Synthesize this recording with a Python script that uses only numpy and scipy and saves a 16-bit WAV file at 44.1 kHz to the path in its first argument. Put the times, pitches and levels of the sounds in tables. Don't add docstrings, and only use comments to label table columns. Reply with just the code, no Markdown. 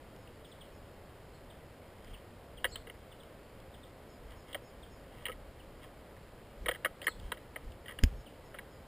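import sys
import numpy as np
from scipy import signal
from scipy.fft import rfft, irfft
from scipy.io import wavfile
from scipy.ndimage import uniform_filter1d

SR = 44100
rng = np.random.default_rng(int(sys.argv[2]) if len(sys.argv) > 2 else 0)


def put_to_file(sound):
    columns = np.atleast_2d(sound).T
    safe = np.clip(columns, -1, 1)
    whole_steps = np.round(safe * 32767)
    wavfile.write(sys.argv[1], SR, whole_steps.astype(np.int16))


N = 391163
TIME_S = np.arange(N) / SR

# frequency in Hz, relative spectral density in dB.
TOWN_SPECTRUM = [(20, 0.5), (45, 3.5), (90, 3), (170, -3), (350, -4.5), (550, -2), (800, -9.5),
                 (1400, -14.5), (2100, -17.5), (2500, -20), (3200, -23.5), (4000, -25.5), (5200, -27),
                 (6000, -36.5)]
HISS_SPECTRUM = [(100, -21), (200, -15), (900, -12), (3000, -1.5), (5300, 0), (6000, -12.5)]
# centre in seconds, half length in seconds, level in dB.
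WAFTS = [(2.11, .057, -46.5), (2.7, 0.17, -56), (4.31, .074, -49.5), (5.45, 0.66, -58.5),
         (6.645, 0.048, -40.5), (7.25, .082, -42), (7.68, .054, -45.5), (8.04, 0.0077, -20),
         (8.1, 0.11, -43)]
# centre in seconds, half length in seconds, level in dB.
SHUFFLES = [(2.1, 0.068, -66), (4.315, 0.026, -60), (4.51, .045, -61.5), (5.2, 0.081, -62.5),
            (5.84, 0.015, -54), (7.26, 0.03, -62), (6.74, .02, -55), (7.905, 0.033, -56), (8.56, .03, -68)]
# start in seconds, relative level in dB.
HUSK_SNAPS = [(0.162, -60), (2.045, -57), (3.233, -58), (3.601, -60), (4.307, -57), (6.687, -41),
              (6.853, -47.5), (7.198, -55), (7.719, -57.5)]
# frequency in Hz, bandwidth in Hz, relative gain in dB.
CRACK_MODES = [(1370, 240, -11), (2400, 1600, 1.5), (3270, 520, 9), (4980, 250, 3.5)]
TUBE_MODES = [(326, 63, -6.5), (485, 68, 5.5), (570, 130, 0.5), (790, 40, -16.5)]
WALL_MODES = [(986, 173, -1), (1288, 55, 0.5), (1462, 43, -4), (1665, 140, -3), (1930, 99, 3),
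              (2190, 154, -0.5)]
PORT_MODES = [(2830, 240, 9.5), (3187, 160, 14), (3850, 160, 0.5), (4200, 220, -6), (5080, 480, -5.5)]
# start in seconds, end in seconds, relative level in dB.
SONG_PHRASES = [(0.173, .86, -66), (4.079, 5.04, -61.5), (8.154, 8.83, -64)]
# start in seconds, wall clack in dB, favoured wall pitch in Hz,
# tube thud in dB, port tick in dB, bounce delay in seconds.
PECKS = [(0.272, -59, 2110, -74, -54.5, 0.00206), (2.643, -22.5, 1860, -35.5, -23.5, 0.0071),
         (2.756, -43.5, 1500, -48, -33.5, 0.0021), (2.870, -46.5, 1770, -51, -48, 0.0027),
         (2.897, -43, 1880, -49, -42.5, 0.0018), (4.529, -55, 2100, -62, -38, .002),
         (4.545, -34, 2080, -38.5, -32, 0.0051), (5.254, -32.5, 2170, -50, -28, 0.0091),
         (5.283, -37, 1610, -39, -35, .012), (5.317, -44, 2110, -60, -43.5, 0.0058),
         (6.165, -53.5, 1900, -66, -71, .002), (6.659, -30, 1930, -36.5, -39, 0.0028),
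         (6.683, -24.5, 1750, -30, -26.5, 0.0063), (6.711, -33, 1840, -41.5, -34, 0.0048),
         (6.748, -39.5, 1880, -54, -45, 0.0084), (6.847, -22, 1660, -31.5, -28, .009),
         (7.016, -43, 1830, -44.5, -38, .01), (7.041, -45, 1900, -59, -45, 0.0032),
         (7.0674, -20, 1910, -38, -27.5, .011), (7.318, -30, 1480, -39.5, -29, 0.0031),
         (7.371, -49, 1890, -67, -51, 0.0058), (7.559, -36, 1940, -46, -42.5, .002),
         (7.858, -48.5, 1900, -62, -49, .002), (7.881, -40, 1850, -55, -39, 0.0095),
         (7.907, -41, 1860, -58, -54, 0.012), (7.987, -41.5, 1780, -62, -35.5, .002),
         (8.542, -44, 1380, -47.5, -51, 0.0046), (8.586, -39.5, 1840, -58, -42, .002)]
# start in seconds, middle pitch in Hz, relative level in dB.
CHIPS = [(.444, 3310, -48), (.514, 3440, -47.5), (0.607, 3210, -45), (1.498, 3330, -50.5),
         (2.133, 3010, -45.5), (2.57, 3050, -45.5), (2.659, 3040, -48), (3.114, 3170, -48.5),
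         (3.197, 3370, -50.5), (3.738, 3330, -50), (3.829, 3480, -49), (4.826, 3360, -48.5),
         (5.592, 2930, -52), (8.259, 2980, -48)]
# start in seconds, relative level in dB.
FINCH_CALLS = [(1.285, -61), (2.669, -45), (7.02, -45)]
# delay in seconds, length in seconds, first, middle and last pitch in Hz,
# relative level in dB.
CALL_NOTES = [(0, 0.059, 4250, 4970, 5350, -8.5), (0.042, 0.048, 4290, 4280, 4060, 1),
              (0.083, .035, 4150, 3560, 3100, -4.5)]
# frequency in Hz, level in dB, time to fall 60 dB in seconds.
MOUNT_MODES = [(41.8, -13, 0.14), (69, -11, 0.099), (241, -24.5, 0.053), (407, -44, 0.072),
               (4860, -29, 0.011)]
# frequency in Hz, relative spectral density in dB.
WAFT_SPECTRUM = [(12, -26), (25, 4.5), (50, 7.0), (100, -10.5), (200, -17), (500, -36.0), (2000, -44)]


def from_db(db):
    return 10 ** (np.asarray(db) / 20)


def unit_rms(x):
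    return x / np.sqrt(np.mean(x ** 2) + 1e-20)


def add(track, start_s, sound):
    start = max(0, round(start_s * SR))
    track[start:start + len(sound)] += sound[:N - start]


def noise(spectrum):
    hz, db = np.transpose(spectrum)
    bins_hz = np.maximum(np.fft.rfftfreq(N, 1 / SR), 1)
    colour = from_db(np.interp(np.log(bins_hz), np.log(hz), db)) * bins_hz / np.hypot(bins_hz, 10)
    return unit_rms(irfft(rfft(rng.standard_normal(N)) * colour, N))


def swells(rows):
    return sum(from_db(db) * np.exp(-((TIME_S - centre_s) / half_s) ** 2) for centre_s, half_s, db in rows)


def resonate(force, modes):
    out = 0
    for k, (hz, width_hz, db) in enumerate(modes):
        r = np.exp(-np.pi * width_hz / SR)
        poles = [1, -2 * r * np.cos(2 * np.pi * hz / SR), r * r]
        out = out + (-1) ** k * from_db(db) * (1 - r * r) / 2 * signal.lfilter([1, 0, -1], poles, force)
    return out


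def strike(modes, contact_s, top_hz):
    t = TIME_S[:4096]
    attack = np.minimum(4.8 * t / contact_s, 1)
    decay = np.exp(-t / (1.9 * contact_s))
    rattle = 0.013 * np.exp(-t / 0.032)
    force = rng.standard_normal(len(t)) * attack * (decay + rattle)
    ring = resonate(force, [(hz, width_hz, db + rng.normal(0, 2.24)) for hz, width_hz, db in modes])
    band_hz = [0.71 * modes[0][0], top_hz]
    ring = signal.sosfilt(signal.butter(3, band_hz, "band", fs=SR, output="sos"), ring)
    return ring / np.sqrt(uniform_filter1d(ring ** 2, 130).max())


def whistles(notes, wobble):
    out = np.zeros(N)
    for start_s, length_s, pitches_hz, db in notes:
        progress = np.linspace(0, 1, int(length_s * SR))
        glide_hz = np.polyval(np.polyfit([0, 0.5, 1], pitches_hz, 2), progress)
        jitter = unit_rms(uniform_filter1d(rng.standard_normal(SR // 4), size=60))[:len(progress)]
        phase = 2 * np.pi * np.cumsum(glide_hz * (1 + wobble * jitter)) / SR
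        envelope = np.abs(np.sin(np.pi * progress)) ** 0.74
        add(out, start_s, from_db(db) * envelope * np.sin(phase))
    return out


def town_hum(level_db):
    return from_db(level_db) * noise(TOWN_SPECTRUM)


def hiss(level_db):
    return from_db(level_db) * np.array([noise(HISS_SPECTRUM), noise(HISS_SPECTRUM)])


def breeze_and_wings(breeze_db):
    return (swells(WAFTS) + from_db(breeze_db)) * noise(WAFT_SPECTRUM)


def scraping(slips_per_s, wall_db, nibble_db, trickle_db, delay_s=0.018, half_s=0.015):
    slips = (rng.random(N) < slips_per_s / SR) * rng.standard_normal(N) + 1e-18
    scrape = unit_rms(resonate(slips, PORT_MODES) + from_db(wall_db) * resonate(slips, WALL_MODES))
    trickles = [(peck_s + delay_s, half_s, tick_db + trickle_db) for peck_s, *_, tick_db, _ in PECKS]
    return scrape * (swells(SHUFFLES + trickles) + from_db(nibble_db))


def husk_snaps(gain_db):
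    out = np.zeros(N)
    for start_s, db in HUSK_SNAPS:
        add(out, start_s, from_db(db + gain_db) * strike(CRACK_MODES, contact_s=0.0011, top_hz=5460))
    return out


def far_song(pitches_hz, length_s, period_s, detune):
    notes = [(start_s, length_s, np.array(pitches_hz) * rng.normal(1, detune), db)
             for from_s, until_s, db in SONG_PHRASES for start_s in np.arange(from_s, until_s, period_s)]
    return whistles(notes, wobble=0.015)


def garden_echoes(direct, echo_db, t60_s, count=40):
    echoes = np.zeros(N)
    for delay_s in np.linspace(0.008, 0.2, count) + rng.uniform(-0.0015, 0.002053, count):
        add(echoes, delay_s, direct * from_db(echo_db - 60 * delay_s / t60_s) * rng.choice([-1, 1]))
    return direct + echoes


def pecks(wall_db, tube_db, port_db, focus_db_per_octave, contact_s=0.0017):
    out = np.zeros(N)
    for start_s, clack_db, pitch_hz, thud_db, tick_db, bounce_s in PECKS:
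        gains = from_db([clack_db + wall_db, thud_db + tube_db, tick_db + port_db])
        touch = (start_s, pitch_hz, gains)
        bounce = (start_s + bounce_s, 0.94 * pitch_hz, gains * from_db([-1, 2.5, -6]))
        for hit_s, favoured_hz, (wall_gain, tube_gain, port_gain) in (touch, bounce):
            wall_modes = [(hz, width_hz, db - focus_db_per_octave * abs(np.log2(hz / favoured_hz)))
                          for hz, width_hz, db in WALL_MODES]
            add(out, hit_s - 0.0004, port_gain * strike(PORT_MODES, contact_s, top_hz=4180))
            add(out, hit_s - 0.0004, wall_gain * strike(wall_modes, contact_s, top_hz=2350))
            add(out, hit_s + 0.00075, tube_gain * strike(TUBE_MODES, contact_s, top_hz=1070))
    return out


def twitter(relative_db, count):
    notes = []
    for when, length, height, bend in rng.random((count, 4)):
        pitches_hz = np.array([4200, 4000, 3500 + 600 * bend]) + 1000 * height
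        notes.append((when * N / SR, 0.033 + 0.0425 * length, pitches_hz, relative_db))
    return whistles(notes, wobble=0.015)


def chips(base_s, base_hz):
    notes = [(start_s, base_s * (base_hz / hz) ** 1.8, (1.17 * hz, hz, 0.854 * hz), db)
             for start_s, hz, db in CHIPS]
    return whistles(notes, wobble=0.029)


def finch_calls():
    notes = [(start_s + delay_s, length_s, pitches_hz, call_db + note_db)
             for start_s, call_db in FINCH_CALLS for delay_s, length_s, *pitches_hz, note_db in CALL_NOTES]
    return whistles(notes, wobble=0.037)


def landing(start_s, crack_db):
    out, t = np.zeros(N), TIME_S[:SR // 2]
    for hz, db, t60_s in MOUNT_MODES:
        add(out, start_s, from_db(db - 60 * t / t60_s) * np.sin(2 * np.pi * hz * t))
    add(out, start_s, from_db(crack_db) * strike(CRACK_MODES, contact_s=0.00071, top_hz=6450))
    return out


def scene():
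    background = town_hum(level_db=-53)
    feeder = pecks(wall_db=-4, tube_db=-3.5, port_db=-5.5, focus_db_per_octave=18.5)
    feeder += landing(start_s=8.0365, crack_db=-26)
    feeder += husk_snaps(gain_db=1)
    feeder += scraping(slips_per_s=1800, wall_db=11, nibble_db=-73.5, trickle_db=-27)
    rumble = breeze_and_wings(breeze_db=-72.5)
    voices = far_song(pitches_hz=(5370, 5170, 4750), length_s=0.09, period_s=0.272, detune=0.012)
    voices += twitter(relative_db=-70, count=22) + chips(base_s=0.0201, base_hz=3320) + finch_calls()
    birds = garden_echoes(from_db(-6) * voices, echo_db=-10.5, t60_s=0.3)
    return background + feeder + rumble + birds + hiss(level_db=-76.5)


def record(dry, camera_hz=12000, cutoff_hz=15400):
    coarse = signal.resample_poly(dry, camera_hz, SR, axis=1)
    held = signal.resample_poly(np.repeat(coarse, 4, axis=1), SR, 4 * camera_hz, axis=1)[:, :N]
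    return signal.sosfilt(signal.ellip(10, 0.2, 80, cutoff_hz, fs=SR, output="sos"), held)


dry = scene()
out = record(dry)
put_to_file(out)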